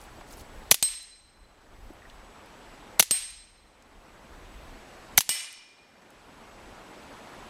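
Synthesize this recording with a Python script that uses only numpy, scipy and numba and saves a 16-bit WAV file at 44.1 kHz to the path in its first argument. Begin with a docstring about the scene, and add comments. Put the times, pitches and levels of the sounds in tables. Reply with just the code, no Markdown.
"""Outdoor range, microphone near the shooter: small ticks, knocks and a sleeve's rub come before the first shot.
Three times a suppressed pistol fires: noise bursts make the hammer, blast, venting gas and cycling slide.
A moment later each bullet splashes on a steel plate down range, whose paired sine modes ring and beat.
An earth bank and the woods answer in shaped noise, then a spent case drops and bounces on gravel close by.
Wind, far rush and a thin whine run throughout; the blast clips and the gain ducks, holds and recovers."""
import sys
import numpy as np
from scipy import signal
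from scipy.fft import rfft, irfft, next_fast_len
from scipy.io import wavfile
from scipy.ndimage import uniform_filter1d, minimum_filter1d, map_coordinates
from numba import njit

SR = 44100
rng = np.random.default_rng(int(sys.argv[2]) if len(sys.argv) > 2 else 0)


def invert_db(x):
    """Field ratio 10**(x/20) for x, a level in decibels (scalar or array-like)."""
    u = np.asarray(x, float) / 20
    return 10 ** u


def unload_audio(sound):
    """Save the sound as a 16-bit wav file, at the path given as the first command line argument."""
    columns = np.transpose(np.atleast_2d(sound))
    # keep every value between -1 and 1, then stretch to whole-number steps
    steps = np.round(np.clip(columns, -1, 1) * 32767)
    wavfile.write(sys.argv[1], SR, steps.astype(np.int16))


N = 330309  # length in samples

# the three shots: shot_s, slide_closing_s, bullet_on_steel_s
SHOTS = [(.7124, .7434, .8263), (2.9962, 3.0258, 3.1097), (5.1773, 5.2068, 5.2918)]
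# one shot, from hammer and firing pin through muzzle crack, baffle hiss, two chamber puffs and
# suppressor ring to the slide hitting its stop: delay_s, peak_db, centre_hz, width_hz, t60_s
SHOT_STAGES = [(-.004, -23, 7894, 9000, 0.01), (-.0016, -15, 3980, 6040, 0.011),
               (0, 16, 11030, 6915, 0.013), (0, 5.5, 4566, 3026, 0.017), (.0012, 11, 8228, 12050, .022),
               (.003, 11, 2400, 2400, 0.0067), (.0031, 2, 750, 550, .015), (.0031, -11.5, 150, 201.8, .04),
               (.0044, 11, 2400, 2400, 0.0063), (.0046, 12.5, 6050, 800, 0.008),
               (.0096, 13, 4987, 8000, .015), (.0097, 5.5, 10500, 3960, .016),
               (.0097, -4, 6970, 10020, .09), (.0098, -5, 10500, 600, .025), (.0098, -12, 5893, 600, .09),
               (.0098, -11, 3600, 500, .03)]
# gas jetting from the muzzle, then stopping: peak_db, centre_hz, width_hz, jet_s
GAS_JET = (9, 6000, 24000, .0062)
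# the slide slams shut: peak_db, centre_hz, width_hz, t60_s
SLIDE_CLOSING = [(3, 3200, 2900, 0.0083), (2, 10500, 2800, 0.02), (1, 6000, 15000, 0.054),
                 (-10, 970, 1500, 0.013)]

# modes of the steel plate: mode_hz, t60_s, then relative level_db for the first, second and third bullet
PLATE_MODES = [(2030, .6, -50, -42, -26), (2354, .9, -50, -46, -27), (2422, 1.4, -48, -40, -25),
               (2972, .25, -46, -44, -14), (3065, .5, -40, -34, -30), (3880, .3, -38, -42, -30),
               (4072, .9, -21, -22, -42), (5266, .6, -22, -23, -26), (5408, .7, -38, -36, -17),
               (8194, .27, -14, -11, -20), (8302, .33, -2, -5, -9), (8630, .4, -30, -6, -22),
               (8955, .22, -36, -22, -11), (10557, .24, -30, -27, -31), (12678, .2, -31, -38, -26),
               (13462, .18, -21, -32, -40), (13708, .22, -31, -19, -22), (14610, .15, -28, -35, -23)]
# each bullet on the plate: splash_db (relative), echo_db, echo_tilt_db_per_octave
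PLATE_BLOWS = [(7, 13, -0.5), (7, 15.5, -1), (5, 18, -1)]
# colour of lead splashing on steel: frequency_hz, relative_db
SPLASH_COLOUR = [(88, -57), (150, -8), (1150, -17), (4220, -5), (5770, -3.5), (8060, -4), (11900, -8),
                 (14500, -14), (16300, -34)]
# each mode is a close pair that beats: mean gap, its scatter, and the twin's level per kHz of pitch
TWIN_GAP_HZ, TWIN_SCATTER_HZ, TWIN_DB_PER_KHZ = 8.5, 1.5, -.9
# the struck plate starts slightly flat and settles
FLAT_SHARE, SETTLE_S = .002, .15
# the earth bank's answer: delay_s, peak_re_echo_db, centre_hz, width_hz, t60_s (negative: it swells)
EARTH_BANK = (0.02, -33, 3502, 5005, -0.6)

# how the woods' echo dies: frequency_hz, t60_s
WOODS_DECAY = [(300, 0.15), (1000, 1.1), (2500, 0.92), (5000, 0.8247), (10000, 0.56), (15000, 0.17)]
# colour of the woods' echo: frequency_hz, relative_db
WOODS_COLOUR = [(200, -23.5), (800, -12), (1400, -12.5), (2000, -1.5), (5000, 0.5), (10000, -1.5),
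                (16000, -6.5)]
CLUMP_DB = 1.2  # the trees stand in clumps, so the echoes come unevenly

# spent cases landing and bouncing on gravel: landing_s, peak_db
CASES = [(1.028, -24.5), (1.2736, -49), (1.3724, -50), (3.306, -25), (3.5053, -42), (3.5746, -46),
         (5.5274, -21.5), (5.6454, -52)]
CASE_HZ, CASE_WIDTH_HZ = 10900, 4000
CASE_T60_S, CASE_LONGER_S_PER_DB = .021, .0005  # t60 at -15 dB; softer = shorter
# small bright ticks nearby: tick_s, peak_db, centre_hz
TICKS = [(.015, -40, 7000), (0.209, -50, 5000), (.3308, -35, 8000), (.3818, -48, 6000), (.418, -43, 8900),
         (1.62, -50, 6400), (1.6616, -52, 12800), (1.9036, -54, 12500), (1.9356, -45, 9500),
         (2.0986, -38, 3500), (2.4609, -40, 11030), (3.824, -36, 6000), (6.022, -46, 7600),
         (6.1048, -37.5, 9000)]
TICK_WIDTH, TICK_CYCLES = 0.83, 80  # width over centre, cycles to fall 60 dB
FAINT_TICKS, FAINT_DB, FAINT_HZ = 8, -54, 10500  # count, middle level and middle pitch
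# dull knocks nearby: knock_s, peak_db, centre_hz
KNOCKS = [(.186, -45, 880), (0.2115, -38, 930), (.523, -46, 1500), (1.373, -37, 1300), (1.901, -32, 328)]
KNOCK_WIDTH, KNOCK_CYCLES = 0.78, 22  # width over centre, cycles to fall 60 dB
# two short hollow notes: note_s, peak_db
NOTES = [(2.02, -42), (2.052, -40.5)]
NOTE_HZ, NOTE_WIDTH_HZ, NOTE_T60_S = 1900, 500, 0.054

# rubs of the sleeve: middle_s, length_s, level_db
RUSTLE = [(0.03, 0.097, -58.5), (0.318, 0.113, -53.5), (0.397, .07, -51.5)]
# colour of the cloth: frequency_hz, relative_db
CLOTH_COLOUR = [(1500, -21), (4000, -2.5), (10000, -2.5), (16000, -6.0)]

# wind on the microphone: time_s, level_db
WIND = [(0, -56), (.35, -48.5), (1.25, -46), (1.58, -56), (1.72, -45), (2.2, -51.5), (2.6, -57), (3, -47),
        (3.4, -42), (3.7, -48.5), (4.55, -46.5), (5, -56.5), (5.25, -50.5), (5.45, -66), (6.1, -59.5),
        (6.45, -53), (6.95, -61), (7.49, -60)]
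# colour of the buffeting: frequency_hz, relative_db
BUFFET_COLOUR = [(12, -15.0), (30, 3), (70, -6.5), (150, -20.5), (400, -47)]
GUST_DB, GUSTS_PER_S = 1.5, 5.5  # the slower of two wobbles in the wind
# colour of the far rush: frequency_hz, relative_db
RUSH_COLOUR = [(41, -23), (70, -3), (127, -4.5), (224, 1.5), (387, -1), (861, -0.5), (2240, -9),
               (7350, -22), (8050, -22.5), (13600, -32), (16300, -48)]
RUSH_DB, RUSH_SWELL_DB_PER_S = -50.5, 0.6129  # level at the start, and its steady rise
WHINE_HZ = 7865


def unit(x):
    """Scaled to rms 1."""
    return x / np.sqrt(np.mean(x ** 2) + 1e-20)


def along(points, hz):
    """Interpolates (Hz, value) points on a log frequency axis."""
    f, v = np.transpose(points)
    return np.interp(np.log(hz + 1), np.log(f + 1), v)


def level(rows):
    """Gain per sample from (s, dB) rows."""
    s, db = np.transpose(rows)
    return invert_db(np.interp(np.arange(N) / SR, s, db))


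def wobble(rate):
    """A smooth random curve with rate knots a second."""
    knots = rng.standard_normal(int(N * rate / SR) + 4)
    return map_coordinates(knots, [np.arange(N) * rate / SR])


def filtered(x, response):
    """Multiplies the spectrum of x by a complex response of frequency."""
    m = next_fast_len(len(x) + 8192)
    return irfft(rfft(x, m) * response(np.fft.rfftfreq(m, 1 / SR)), m)[:len(x)]


def coloured(x, points):
    """Noise x shaped by (Hz, dB) points and scaled to rms 1."""
    return unit(filtered(x, lambda f: invert_db(along(points, f))))


def patchy(size, patchy_db):
    """Noise with random patches of gain in time and pitch."""
    z = signal.stft(rng.standard_normal(N), nperseg=size)[2]
    field = uniform_filter1d(rng.standard_normal(z.shape), size=9, axis=0)
    field = uniform_filter1d(field, size=4, axis=1)
    return signal.istft(z * invert_db(patchy_db * unit(field)), nperseg=size)[1][:N]


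def add(track, s, sound):
    """Mixes a sound in at time s."""
    part = track[round(s * SR):][:len(sound)]
    part += sound[:len(part)]


def burst(db, hz, width_hz, t60, hold_s=0):
    """A sharp blow and a puff of noise through a steep resonance, 0.1 s long, set to a peak level."""
    t = np.arange(SR // 10) / SR
    puff = rng.standard_normal(len(t)) * invert_db(-60 * np.maximum(t - hold_s, 0) / t60)
    puff[0] += 3.5  # the blow itself

    def resonance(f):
        damping = 1j * f * width_hz
        return (damping / (hz * hz - f * f + damping)) ** 2

    rung = filtered(puff, resonance)
    return invert_db(db) * rung / np.max(np.abs(rung))


def pistol():
    """Hammer, blast, gas jet and slide as resonant noise bursts, with a faint echo of the woods."""
    track = np.zeros(N)
    for s, closing, _ in SHOTS:
        for delay, *stage in SHOT_STAGES:
            add(track, s + delay, burst(*stage))
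        add(track, s, burst(*GAS_JET[:3], t60=.006, hold_s=GAS_JET[3]))
        for part in SLIDE_CLOSING:
            add(track, closing, burst(*part))
        add(track, s, invert_db(9.5) * woods(rise=0.0012, tilt_db=1.1))
    return track


def plate_ring(hz, t60, mode_db):
    """Each plate mode is a beating pair of sines, excited according to where the bullet struck."""
    t = np.arange(SR) / SR
    phase = rng.uniform(0, 2 * np.pi, hz.shape)
    knots = rng.standard_normal((len(hz), 60))
    # the swinging plate turns its lobes away and back: low modes dip most
    swing = np.array([map_coordinates(k, [t * 38]) for k in knots]) * 19000 / (hz + 1500)
    lag = FLAT_SHARE * SETTLE_S * (1 - np.exp(-t / SETTLE_S))
    turn = 2 * np.pi * hz * (t - lag) + phase + .45 * swing
    gap_hz = TWIN_GAP_HZ + TWIN_SCATTER_HZ * knots[:, -1:]
    twin = np.sin(turn + 2 * np.pi * gap_hz * (t - .04))  # in step at 40 ms
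    pair = np.sin(turn) + invert_db(TWIN_DB_PER_KHZ * hz / 1000) * twin
    clang = invert_db(10.5 - hz / 900 - 60 * t / 0.091)  # short, under the bullet
    after_ring = invert_db(-22 - 60 * t / np.minimum(2.8 * t60, .95))
    fade = clang + invert_db(-60 * t / t60) + after_ring
    ring = np.sum(invert_db(mode_db - 1.5 * np.abs(swing)) * fade * pair, axis=0)
    return ring * (1 - np.exp(-t / 0.0026))  # the bending wave spreads over the plate


def lead_splash(db):
    """Lead splashes on steel: coloured noise with a quick decay and a weaker, slower one."""
    t = np.arange(SR) / SR
    fade = invert_db(-60 * t / 0.0176) + invert_db(-16.5 - 60 * t / 0.1)
    return coloured(rng.standard_normal(SR), SPLASH_COLOUR) * invert_db(db - 4.0) * fade


def earth_bank(echo_db):
    """The bank sends the strike back in one grainy clump of noise that swells, then stops."""
    _, peak_db, hz, width_hz, t60 = EARTH_BANK
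    return burst(echo_db + peak_db, hz, width_hz, t60, hold_s=0.013)


def steel_plate():
    """Down range the bullet splashes and thuds, the plate rings, and the bank and woods answer."""
    track = np.zeros(N)
    hz, t60, *struck = np.transpose(PLATE_MODES)[:, :, None]
    for (_, _, s), (db, echo_db, tilt_db), mode_db in zip(SHOTS, PLATE_BLOWS, struck):
        ring = plate_ring(hz, t60, mode_db)
        add(track, s, lead_splash(db) + invert_db(-1.5) * ring)
        add(track, s, burst(db - 23.0, 300, 610, 0.012))  # the dull thud of the blow
        add(track, s + EARTH_BANK[0], earth_bank(echo_db))
        add(track, s, invert_db(echo_db) * woods(0.0025, tilt_db))
        add(track, s + .045, invert_db(echo_db - 9.5) * woods(0.004, tilt_db))  # the tree line answers later
        add(track, s, signal.fftconvolve(invert_db(-14.5) * ring, woods(0.016, tilt_db)))  # smeared ring
    return track


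def woods(rise, tilt_db):
    """Scattered echoes of one blow, of energy 1, that build up and die at a rate set by pitch."""
    hz, t, z = signal.stft(rng.standard_normal(SR), SR, nperseg=256)
    colour_db = along(WOODS_COLOUR, hz) + tilt_db * np.log2(hz / 4000 + 0.081)
    decay_db = -60 * t / along(WOODS_DECAY, hz)[:, None]
    shape = invert_db(colour_db[:, None] + decay_db) * (1 - np.exp(-t / rise))
    clumps = uniform_filter1d(rng.standard_normal(z.shape), size=25, axis=0)
    clumps = uniform_filter1d(clumps, size=5, axis=1)
    shape = shape * invert_db(CLUMP_DB * unit(clumps))
    tail = signal.istft(z * shape, SR, nperseg=256)[1]
    return tail / np.linalg.norm(tail)


def spent_cases():
    """Cases hit gravel near the shooter: bright resonant bursts, shorter when softer."""
    track = np.zeros(N)
    for s, db in CASES:
        t60 = max(CASE_T60_S + CASE_LONGER_S_PER_DB * (db + 15), .005)
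        add(track, s, burst(db, CASE_HZ, CASE_WIDTH_HZ, t60))
    return track


def small_ticks():
    """Placed ticks and a few faint ones at random times, each a broad resonant burst."""
    track = np.zeros(N)
    faint = []
    for when, size, pitch in rng.uniform(size=(FAINT_TICKS, 3)):
        faint.append((when * N / SR, FAINT_DB + 6 * (size - .5), FAINT_HZ * (.8 + .4 * pitch)))
    for s, db, hz in TICKS + faint:
        add(track, s, burst(db, hz, TICK_WIDTH * hz, TICK_CYCLES / hz))
    return track


def knocks_and_notes():
    """Dull knocks as broad low resonances, and two hollow notes as a narrower one."""
    track = np.zeros(N)
    for s, db, hz in KNOCKS:
        add(track, s, burst(db, hz, KNOCK_WIDTH * hz, KNOCK_CYCLES / hz))
    for s, db in NOTES:
        add(track, s, burst(db, NOTE_HZ, NOTE_WIDTH_HZ, NOTE_T60_S))
    return track


def cloth():
    """Each rub of the sleeve is patchy noise that swells and fades."""
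    t = np.arange(N) / SR
    rubs = np.zeros(N)
    for s, length, db in RUSTLE:
        rubs += invert_db(db) * np.cos(np.pi * np.clip((t - s) / length, -.5, .5))
    return rubs * coloured(patchy(size=128, patchy_db=5), CLOTH_COLOUR)


def wind():
    """Air buffets the microphone: low noise made lumpy by two random wobbles."""
    low = filtered(rng.standard_normal(N), lambda f: invert_db(along(BUFFET_COLOUR, f)))
    gusts = invert_db(2.8 * wobble(12) + GUST_DB * wobble(GUSTS_PER_S))
    return level(WIND) * unit(low * gusts)


def far_rush():
    """A distant rush of patchy coloured noise that slowly rises."""
    swell = invert_db(RUSH_DB + RUSH_SWELL_DB_PER_S * np.arange(N) / SR)
    return swell * coloured(patchy(size=512, patchy_db=1.2811), RUSH_COLOUR)


def camera_whine():
    """A thin whine from the camera: one sine, unsteady in level and phase."""
    turn = 2 * np.pi * WHINE_HZ * np.arange(N) / SR + 1.2 * wobble(40)
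    return invert_db(-68.0 + 1.8 * wobble(40)) * np.sin(turn)


def scene():
    """Everything at the microphone, on one channel."""
    shooting = pistol() + steel_plate()
    nearby = spent_cases() + small_ticks() + knocks_and_notes() + cloth()
    background = wind() + far_rush() + camera_whine()
    return (shooting + nearby + background)[None]


@njit
def ducking(need_db, attack, hold, release):
    """Gain cut in dB: quick to fall, held a while, slow to return."""
    cut = np.zeros(len(need_db))
    now, waited = 0.0, 0.0
    for i in range(len(need_db)):
        if need_db[i] > now:
            now += attack * (need_db[i] - now)
            waited = 0.0
        elif waited < hold:
            waited += 1
        else:
            now -= release * now
        cut[i] = now
    return cut


def low_pass(x):
    """Removes everything above the highest recorded frequency."""
    return signal.sosfilt(signal.butter(12, 16480, fs=SR, output="sos"), x)


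def record(dry):
    """Gain control that reacts to loud peaks, then hiss, clipping and a treble roll-off."""
    peak = -minimum_filter1d(-np.abs(dry[0]), size=45, origin=22)  # largest over about 1 ms
    peak_db = 20 * np.log10(peak + 1e-9)
    need_db = np.clip(peak_db + 13.0, 0, 17)  # starts at -13 dB, cuts 17 dB at most
    attack_s, hold_s, release_s = 0.00073, .36, .6
    cut_db = ducking(need_db, 1 / (attack_s * SR), hold_s * SR, 1 / (release_s * SR))
    ducked = dry * invert_db(-cut_db)
    ducked = ducked + invert_db(-85.5) * rng.standard_normal(N)  # converter hiss, beyond the gain control
    clipped = ducked / (1 + np.abs(ducked) ** 8) ** (1 / 8)  # bends over close to full scale
    mix = filtered(clipped[0], lambda f: 1 / (1 + (f / 15400) ** 24))[None]
    return low_pass(mix)


dry = scene()
out = record(dry)
unload_audio(out)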